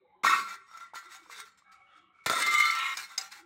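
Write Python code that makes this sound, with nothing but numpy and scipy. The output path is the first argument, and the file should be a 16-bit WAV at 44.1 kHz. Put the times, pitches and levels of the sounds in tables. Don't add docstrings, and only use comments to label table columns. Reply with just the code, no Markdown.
import sys
import numpy as np
from scipy import signal
from scipy.fft import rfft, irfft
from scipy.io import wavfile
from scipy.ndimage import uniform_filter1d

SR = 44100
rng = np.random.default_rng(int(sys.argv[2]) if len(sys.argv) > 2 else 0)


def wav_record(signal):
    frames = np.transpose(np.atleast_2d(signal))
    bounded = np.clip(frames, -1, 1)
    quanta = np.round(bounded * 32767).astype(np.int16)
    wavfile.write(sys.argv[1], SR, quanta)


def ratio_of_db(decibels):
    return 10 ** (np.asarray(decibels, float) / 20)


N = 152145

# (frequency [Hz], level [dB])
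YARD = [(18, -53), (60, 3.5), (794, -8), (916, -12.5), (1320, -5.5), (4000, -14.5), (5200, -67.5),
        (8800, -120)]
YARD_DB, BED_FLICKER_DB = -78, 4.5
HUM_HZ, HUM_DB = 192, -84.5
# (start [s], length [s],
# frequency [Hz], level [dB])
TRACES = [(0.011, 0.051, 495, -67.5), (0.03, 0.37, 842, -69), (0.058, 0.1, 2100, -78.5),
          (0.136, 0.16, 1024, -72.5), (0.236, 0.24, 200, -64), (0, 0.032, 383, -68), (0.143, .08, 370, -72),
          (0.531, 0.065, 391.5, -71), (0.738, 0.051, 677, -74), (1.024, 0.061, 354, -69),
          (1.105, .12, 770, -70), (1.185, 0.089, 330, -69.5), (1.25, .07, 476, -68),
          (1.347, 0.087, 423, -68.5), (1.636, 0.17, 1620, -71.5), (1.329, 0.062, 3640, -55),
          (1.633, .3, 776, -72), (1.853, 0.22, 2870, -73.5), (1.87, 0.17, 3300, -72),
          (1.946, 0.14, 314, -75.5), (1.963, 0.19, 730, -80.5), (3.184, 0.22, 828, -64.5),
          (3.332, 0.12, 342, -66.5)]
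TRACE_FLICKER_DB = 2.5

# (frequency [Hz], level [dB])
GRIT = [(560, -21.5), (900, -3), (2200, 1.5), (3100, -11), (3800, -4.5), (7500, -8), (9500, -14),
        (15500, -15)]
GRAINS_PER_S, GRAIN_SPREAD_DB, GRAIN_CAP_DB = 6000, 2.5, 12
TICKS_PER_S, TICK_S = 120, 0.0042
MINOR_DB, MINOR_WIDTH_HZ = 5, 21.3

# (frequency [Hz], width [Hz], level [dB])
PUSHED_MODES = [(1116, 30.6, 4), (1346, 22, 1.5), (1508, 35, -4.5), (1857, 16, 1), (2144, 37, -1),
                (2607, 69, -8.5), (3660, 290, -21)]
ROCKING_MODES = [(1138, 290, -10), (1373, 14, 8.5), (1554, 11, 0.5), (2014, 51, 0), (3645, 63, -9.5)]
SETTLING_MODES = [(1114, 45, -1.5), (1316, 44, 2), (1950, 99, -13), (2232, 16, 3.5)]
STRUCK_MODES = [(1033, 18, -2), (1340, 46, 4), (1430, 22.2, -15), (2070, 56, -3), (3700, 33, -8.5),
                (3590, 190, -7)]
SPINNING_MODES = [(1198, 9.5, -1), (1339, 3.9, 0), (1484, 2.9, -8.5), (1770, 22, -37), (2088, 13, 0),
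                  (2108.6, 15, 0.5), (3000, 21, -15), (3563, 28, -13), (3877, 36, -17.5)]
SLIDING_MODES = [(1095, 80, -9), (1334, 24, 0.5), (1859, 20, -3), (2128, 32, 0.5), (2164, 66, -5),
                 (2430, 61, -8), (2880, 150, -12.5), (3820, 94, -9)]

# (time [s], shell level [dB], bare grit relative to shell [dB])
PUSH = [(.234, -25.5, -32.5), (.25, -25, -21), (.34, -23, -32), (.4, -33, -22.5), (.44, -41.5, -22),
        (.56, -57.5, -24.5), (.66, -62.5, -31)]
BLOW = [(2.261, -31, -9.5), (2.29, -33.5, -21.5), (2.36, -29.5, -21), (2.4, -31, -15.5),
        (2.44, -39.5, -12.5), (2.5, -42.5, -10.5)]
SPIN = [(2.4, -32.5, -12), (2.47, -26.5, -42), (2.52, -31, -12.5), (2.56, -24, -23.5), (2.65, -25.5, -22.5),
        (2.73, -31, -23.5), (2.79, -46, -18)]
LAST_SLIDE = [(2.72, -41, -15), (2.8, -28.5, -28.5), (2.9, -32, -23), (2.94, -34.5, -23), (2.968, -56, -5)]

# (time [s], peak [dB], body thud relative [dB])
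KNOCKS = [
    (0.2369, -35.5, -6),
    (0.9384, -53.5, -10),
    (2.2618, -24, -6.5),
    (2.2983, -21.5, -8.5),
    (2.3133, -33.5, 2.5),
    (2.9725, -34, -28),
]
CRACK_S = 0.0013

# (time [s], peak [dB], frequency [Hz])
BUMPS = [(0.2475, -14.5, 1095), (0.2676, -13, 1360), (0.317, -24, 1360), (.337, -28, 1150),
         (0.4747, -36, 1370), (0.7134, -44.5, 1320), (0.74, -49.5, 1280), (0.7732, -39, 1320),
         (0.8113, -38.5, 1390), (0.935, -37.5, 890), (0.943, -35.5, 1395), (.958, -35.5, 1046),
         (1.0272, -45, 1340), (1.1191, -47, 1860), (1.2608, -51, 990), (1.2981, -38.5, 1134),
         (1.4773, -50, 1320), (1.6215, -55, 1145), (2.3133, -22.5, 1410), (2.332, -26, 690),
         (2.99, -40, 1320)]
BUMP_T60_S, BUMP_SNAP_S, BUMP_RING_DB = 0.079, 0.0026, -11

# (centre [s], length [s], level [dB], frequency [Hz])
SQUEALS = [(2.485, 0.029, -21.5, 2130), (2.552, 0.015, -22, 2140), (2.565, .014, -22, 2121),
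           (2.586, .018, -21, 2121), (2.607, 0.022, -15, 2124), (2.628, 0.02, -19, 2140),
           (2.656, .018, -18, 2107), (2.686, .025, -24, 2121), (2.702, .013, -18.5, 2150),
           (2.727, 0.027, -21, 2112), (0.275, .025, -26.5, 2150), (.283, .022, -19, 1848),
           (0.263, .02, -24, 1392), (0.331, .05, -26, 1104), (.333, .04, -18.5, 1320),
           (0.359, .025, -30, 1110), (0.754, 0.093, -43.5, 1345), (0.449, 0.18, -36.5, 1365),
           (2.392, .05, -33, 975), (2.537, 0.21, -31, 1190), (2.86, 0.11, -39, 1340),
           (1.33, 0.056, -46, 2080)]

# (time [s], jump [dB], negative for a brief dip)
STONES = [(2.2973, 13), (2.319, 8), (2.333, -3), (2.265, 4.5), (2.387, 3), (2.42, 14), (2.463, 13),
          (2.5148, -4), (2.5392, 11), (2.581, 10.5), (2.5987, 12.5), (2.652, 11), (2.705, 13.5),
          (2.7487, 12), (2.786, 12.5), (2.8894, 2), (.3, 4), (.4743, -7), (0.772, 17.5), (1.4, 10)]
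STONE_RISE_S, STONE_S = 0.0012, 0.0073

# (start [s], rise [s], length [s], shell level [dB], bare grit relative to shell [dB])
ROCKS = [(0.456, 0.032, 0.082, -36.5, -21), (0.642, 0.081, 0.1, -50.5, -23),
         (0.726, 0.022, 0.067, -51, -24), (0.791, 0.017, 0.048, -43, -24.5),
         (0.933, 0.031, 0.041, -39.5, -16.5), (1.008, 0.045, 0.079, -46.5, -30),
         (1.079, 0.057, 0.083, -48.5, -13.5), (1.187, 0.053, 0.097, -56, -21.5),
         (1.283, 0.044, 0.1, -47, -12.5), (1.367, 0.031, 0.037, -45, -19), (1.448, 0.012, 0.067, -61, -16),
         (1.57, .008, 0.02, -63.5, -12), (1.714, 0.005, 0.0094, -62, -7.5),
         (1.924, 0.055, 0.05, -58.5, -22), (2.236, 0.004, 0.0085, -64, -9.5),
         (2.968, 0.0024, 0.071, -41.5, -9.5), (3.063, 0.054, 0.09, -42, -24),
         (3.175, 0.0037, 0.074, -44.5, -8), (3.304, 0.02, 0.097, -50, -12)]
SAG_DB_S, FALL_DB_S = 47, 263
SETTLE_DB, TREMBLE_GRIT_DB = -66, -36

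# (time [s], peak [dB])
TAPS = [
    (2.9706, -26.5),
    (3.1782, -15.5),
    (3.2114, -31),
    (3.3204, -40),
]
# (frequency [Hz], level [dB], decay by 60 dB [s])
TAP_MODES = [(771, -24, 0.29), (2100, -13.5, 0.046), (3880, -15.5, 0.084), (5044, 1, 0.035),
             (6570, -3.5, 0.036), (7440, -11.5, 0.075)]

HUSH_HZ, HUSH_DB = 10500, -81.5
TOP_HZ = 15700


def svf(x, hz, width):
    return signal.lfilter(*signal.iirpeak(min(hz, 0.45 * SR), hz / width, SR), x)


def unit(x):
    return x / np.sqrt(np.mean(x ** 2))


def walk(rate):
    k = int(SR / rate)
    steps = np.repeat(rng.standard_normal(N // k + 1), k)
    return unit(uniform_filter1d(uniform_filter1d(steps, k), k)[:N])


def colour(x, table):
    hz, db = np.array(table).T
    bins = np.log(np.fft.rfftfreq(N, 1 / SR) + 1)
    return irfft(rfft(x) * ratio_of_db(np.interp(bins, np.log(hz), db)), N)


def stroke(start, rise, length, sag_db=0.0):
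    t = np.arange(N) / SR - start
    attack = np.sin(np.pi / 2 * np.clip(t / rise, 0, 1)) ** 2
    sag = -sag_db * np.clip(t - rise, 0, None)
    fall = -FALL_DB_S * np.clip(t - length, 0, None)
    return attack * ratio_of_db(sag + fall)


def trace(noise, start, length, hz, db):
    env = ratio_of_db(db) * stroke(start, 0.025, length)
    width = 45 + hz ** 2 / 3e4
    band = svf(svf(noise, hz, width), hz, width)
    flicker = ratio_of_db(TRACE_FLICKER_DB * walk(30.17))
    return unit(env * flicker * band) * np.sqrt(np.mean(env ** 2))


def yard():
    air = colour(rng.standard_normal(N), YARD)
    noise = rng.standard_normal(N)
    bed = np.zeros(N)
    for hz in 35 * 2 ** np.arange(0, 7, 0.25):
        flicker = ratio_of_db(BED_FLICKER_DB * min(hz / 500, 1) * walk(6.1))
        bed += flicker * svf(svf(air, hz, hz / 7), hz, hz / 7)
    traces = sum(trace(noise, *row) for row in TRACES)
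    hum = ratio_of_db(HUM_DB) * unit(svf(noise, HUM_HZ, 3.4))
    return unit(bed) * ratio_of_db(YARD_DB) + traces + hum


def grains():
    chance, sign, size = rng.random((3, N))
    size_db = np.minimum(-GRAIN_SPREAD_DB * np.log(size + 1e-9), GRAIN_CAP_DB)
    return unit((chance < GRAINS_PER_S / SR) * np.sign(sign - 0.5) * ratio_of_db(size_db))


def ticks():
    chance, size = rng.random((2, N))
    hits = (chance < TICKS_PER_S / SR) * size
    return signal.lfilter([1], [1, -np.exp(-1 / (TICK_S * SR))], hits)


def scrape(force, bare, modes, body_db, clump_db, flicker_db=1.0):
    g = grains()
    shell = np.zeros(N)
    for k, (hz, width, db) in enumerate(modes):
        push = g * force * ratio_of_db(db + flicker_db * walk(10.81))
        shell += (-1) ** k * svf(push, hz, width)
    shell *= np.sqrt(SR / np.pi / sum(ratio_of_db(2 * db) * width for hz, width, db in modes))
    bare = bare * ratio_of_db(clump_db * (0.5 * walk(55) + 0.76 * ticks() - 1))
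    rumble = ratio_of_db(body_db) * svf(svf(g * bare, 400, 560), 400, 560)
    return np.array([shell + rumble, unit(colour(g, GRIT)) * bare])


def slide(curve, modes, grit_db, body_db, clump_db):
    t = np.arange(N) / SR
    s, force_db, bare_db = np.array(curve).T
    on = uniform_filter1d(((t > s[0]) & (t < s[-1])) * 1.0, size=90)
    force = on * ratio_of_db(np.interp(t, s, force_db))
    bare = on * ratio_of_db(np.interp(t, s, force_db + bare_db) + grit_db)
    return scrape(force, bare, modes, body_db, clump_db)


def push():
    return slide(PUSH, PUSHED_MODES, grit_db=11.0, body_db=7, clump_db=0.0)


def minor(grit):
    out = grit.copy()
    for hz in 1500 * 2 ** (np.arange(34) / 13 + 0.04 * rng.standard_normal(34)):
        out += svf(grit * ratio_of_db(MINOR_DB + 5.34 * walk(15)), hz, MINOR_WIDTH_HZ * hz / 3000)
    return out


def knocks():
    length = 2600
    t, out = np.arange(length) / SR, np.zeros(N + length)
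    for s, db, thud_db in KNOCKS:
        n, i = rng.standard_normal((2, length)), int(s * SR)
        fade = np.exp(-t / CRACK_S) + 0.17 * np.exp(-t / 0.0096)
        crack = np.where(t < 3 / SR, -3.0, n[0]) * fade
        ring = sum(ratio_of_db(d) * svf(crack, hz, 1.8 * width) for hz, width, d in STRUCK_MODES)
        thud = svf(n[1] * np.exp(-t / 0.011), 230, 600)
        knock = 0.5 * svf(crack, 6000, 12000) + ratio_of_db(13.5) * ring + ratio_of_db(thud_db + 13.5) * thud
        out[i:i + length] += ratio_of_db(db) * knock
    return out[:N]


def bumps():
    length = 5000
    t, out = np.arange(length) / SR, np.zeros(N + length)
    for s, db, hz in BUMPS:
        i = int(s * SR)
        env = np.exp(-t / BUMP_SNAP_S) + ratio_of_db(BUMP_RING_DB) * 1000.0 ** (-t / BUMP_T60_S)
        tone = env * np.sin(2 * np.pi * hz * t)
        out[i:i + length] -= ratio_of_db(db) * svf(svf(tone, hz, 1.9 * hz), hz, 1.9 * hz)
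    return out[:N]


def squeals():
    t, out = np.arange(N) / SR, np.zeros(N)
    phase = 2 * np.pi * np.cumsum(1 + 0.00619 * walk(150)) / SR
    for s, length, db, hz in SQUEALS:
        swell = np.cos(np.pi * np.clip((t - s) / length, -0.5, 0.5)) ** 4.3
        out += ratio_of_db(db) * swell * np.sin(hz * phase)
    return out


def stones():
    s, jump_db = np.array(STONES).T
    t = np.clip(np.arange(N) / SR - s[:, None], 0, None)
    return 1 + (ratio_of_db(jump_db) - 1) @ ((1 - np.exp(-t / STONE_RISE_S)) * np.exp(-t / STONE_S))


def rocking():
    env = np.array([stroke(*row[:3], SAG_DB_S) for row in ROCKS])
    db, bare_db = np.array(ROCKS)[:, 3:].T
    force, bare = ratio_of_db(db - 6.5) @ env, ratio_of_db(db + bare_db + 9) @ env
    rocks = scrape(force, bare, ROCKING_MODES, body_db=-14, clump_db=3.56)
    tremble = ratio_of_db(SETTLE_DB) * stroke(0.65, 0.037, 1.64)
    settling = scrape(tremble, tremble * ratio_of_db(TREMBLE_GRIT_DB), SETTLING_MODES,
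                      body_db=-10.0, clump_db=17.0, flicker_db=5.5)
    return rocks + settling


def blow():
    return slide(BLOW, STRUCK_MODES, grit_db=13.5, body_db=8.0, clump_db=3.5)


def spin():
    return slide(SPIN, SPINNING_MODES, grit_db=8.0, body_db=-1.5, clump_db=3.5)


def last_slide():
    return slide(LAST_SLIDE, SLIDING_MODES, grit_db=9.0, body_db=-5.5, clump_db=1.0)


def taps():
    length = 5000
    t, out = np.arange(length) / SR, np.zeros(N + length)
    for s, db in TAPS:
        u = rng.random((len(TAP_MODES), 2))
        n, i = rng.standard_normal(length), int(s * SR)
        ring = np.zeros(length)
        for (hz, d, t60), (strength, detune) in zip(TAP_MODES, u):
            tone = np.sin(2 * np.pi * hz * (1 + 0.022 * (detune - 0.5)) * t)
            env = 1000.0 ** (-t / t60) * (1 - np.exp(-t / 0.00071))
            ring += ratio_of_db(d + 5.4 * (strength + 1.0)) * tone * env
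        rough = 1 + 0.5 * unit(uniform_filter1d(n, size=40))
        tick = svf(n * np.exp(-t / 0.0084), 4100, 7100)
        out[i:i + length] += ratio_of_db(db) * (ratio_of_db(-11.0) * ring * rough + ratio_of_db(-13) * tick)
    return out[:N]


def scene():
    shell, grit = push() + rocking() + blow() + spin() + last_slide()
    cans = shell + minor(grit * stones()) + knocks() + bumps() + squeals()
    cans = cans + svf(taps(), 3350, 10400)
    low_cut = signal.butter(2, 90, "high", fs=SR, output="sos")
    return (yard() + signal.sosfilt(low_cut, cans))[None]


def hush(x):
    high = signal.butter(4, HUSH_HZ, "high", fs=SR, output="sos")
    top = signal.sosfiltfilt(high, x)
    power = uniform_filter1d(top ** 2, size=900)
    return x - top / (1 + power / ratio_of_db(2 * HUSH_DB))


def band_limit(x):
    return signal.sosfilt(signal.butter(12, 16640, fs=SR, output="sos"), x)


def record(dry):
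    top_cut = signal.ellip(8, 0.2, 60, TOP_HZ, fs=SR, output="sos")
    mix = signal.sosfilt(top_cut, hush(dry))
    return band_limit(mix)


dry = scene()
out = record(dry)
wav_record(out)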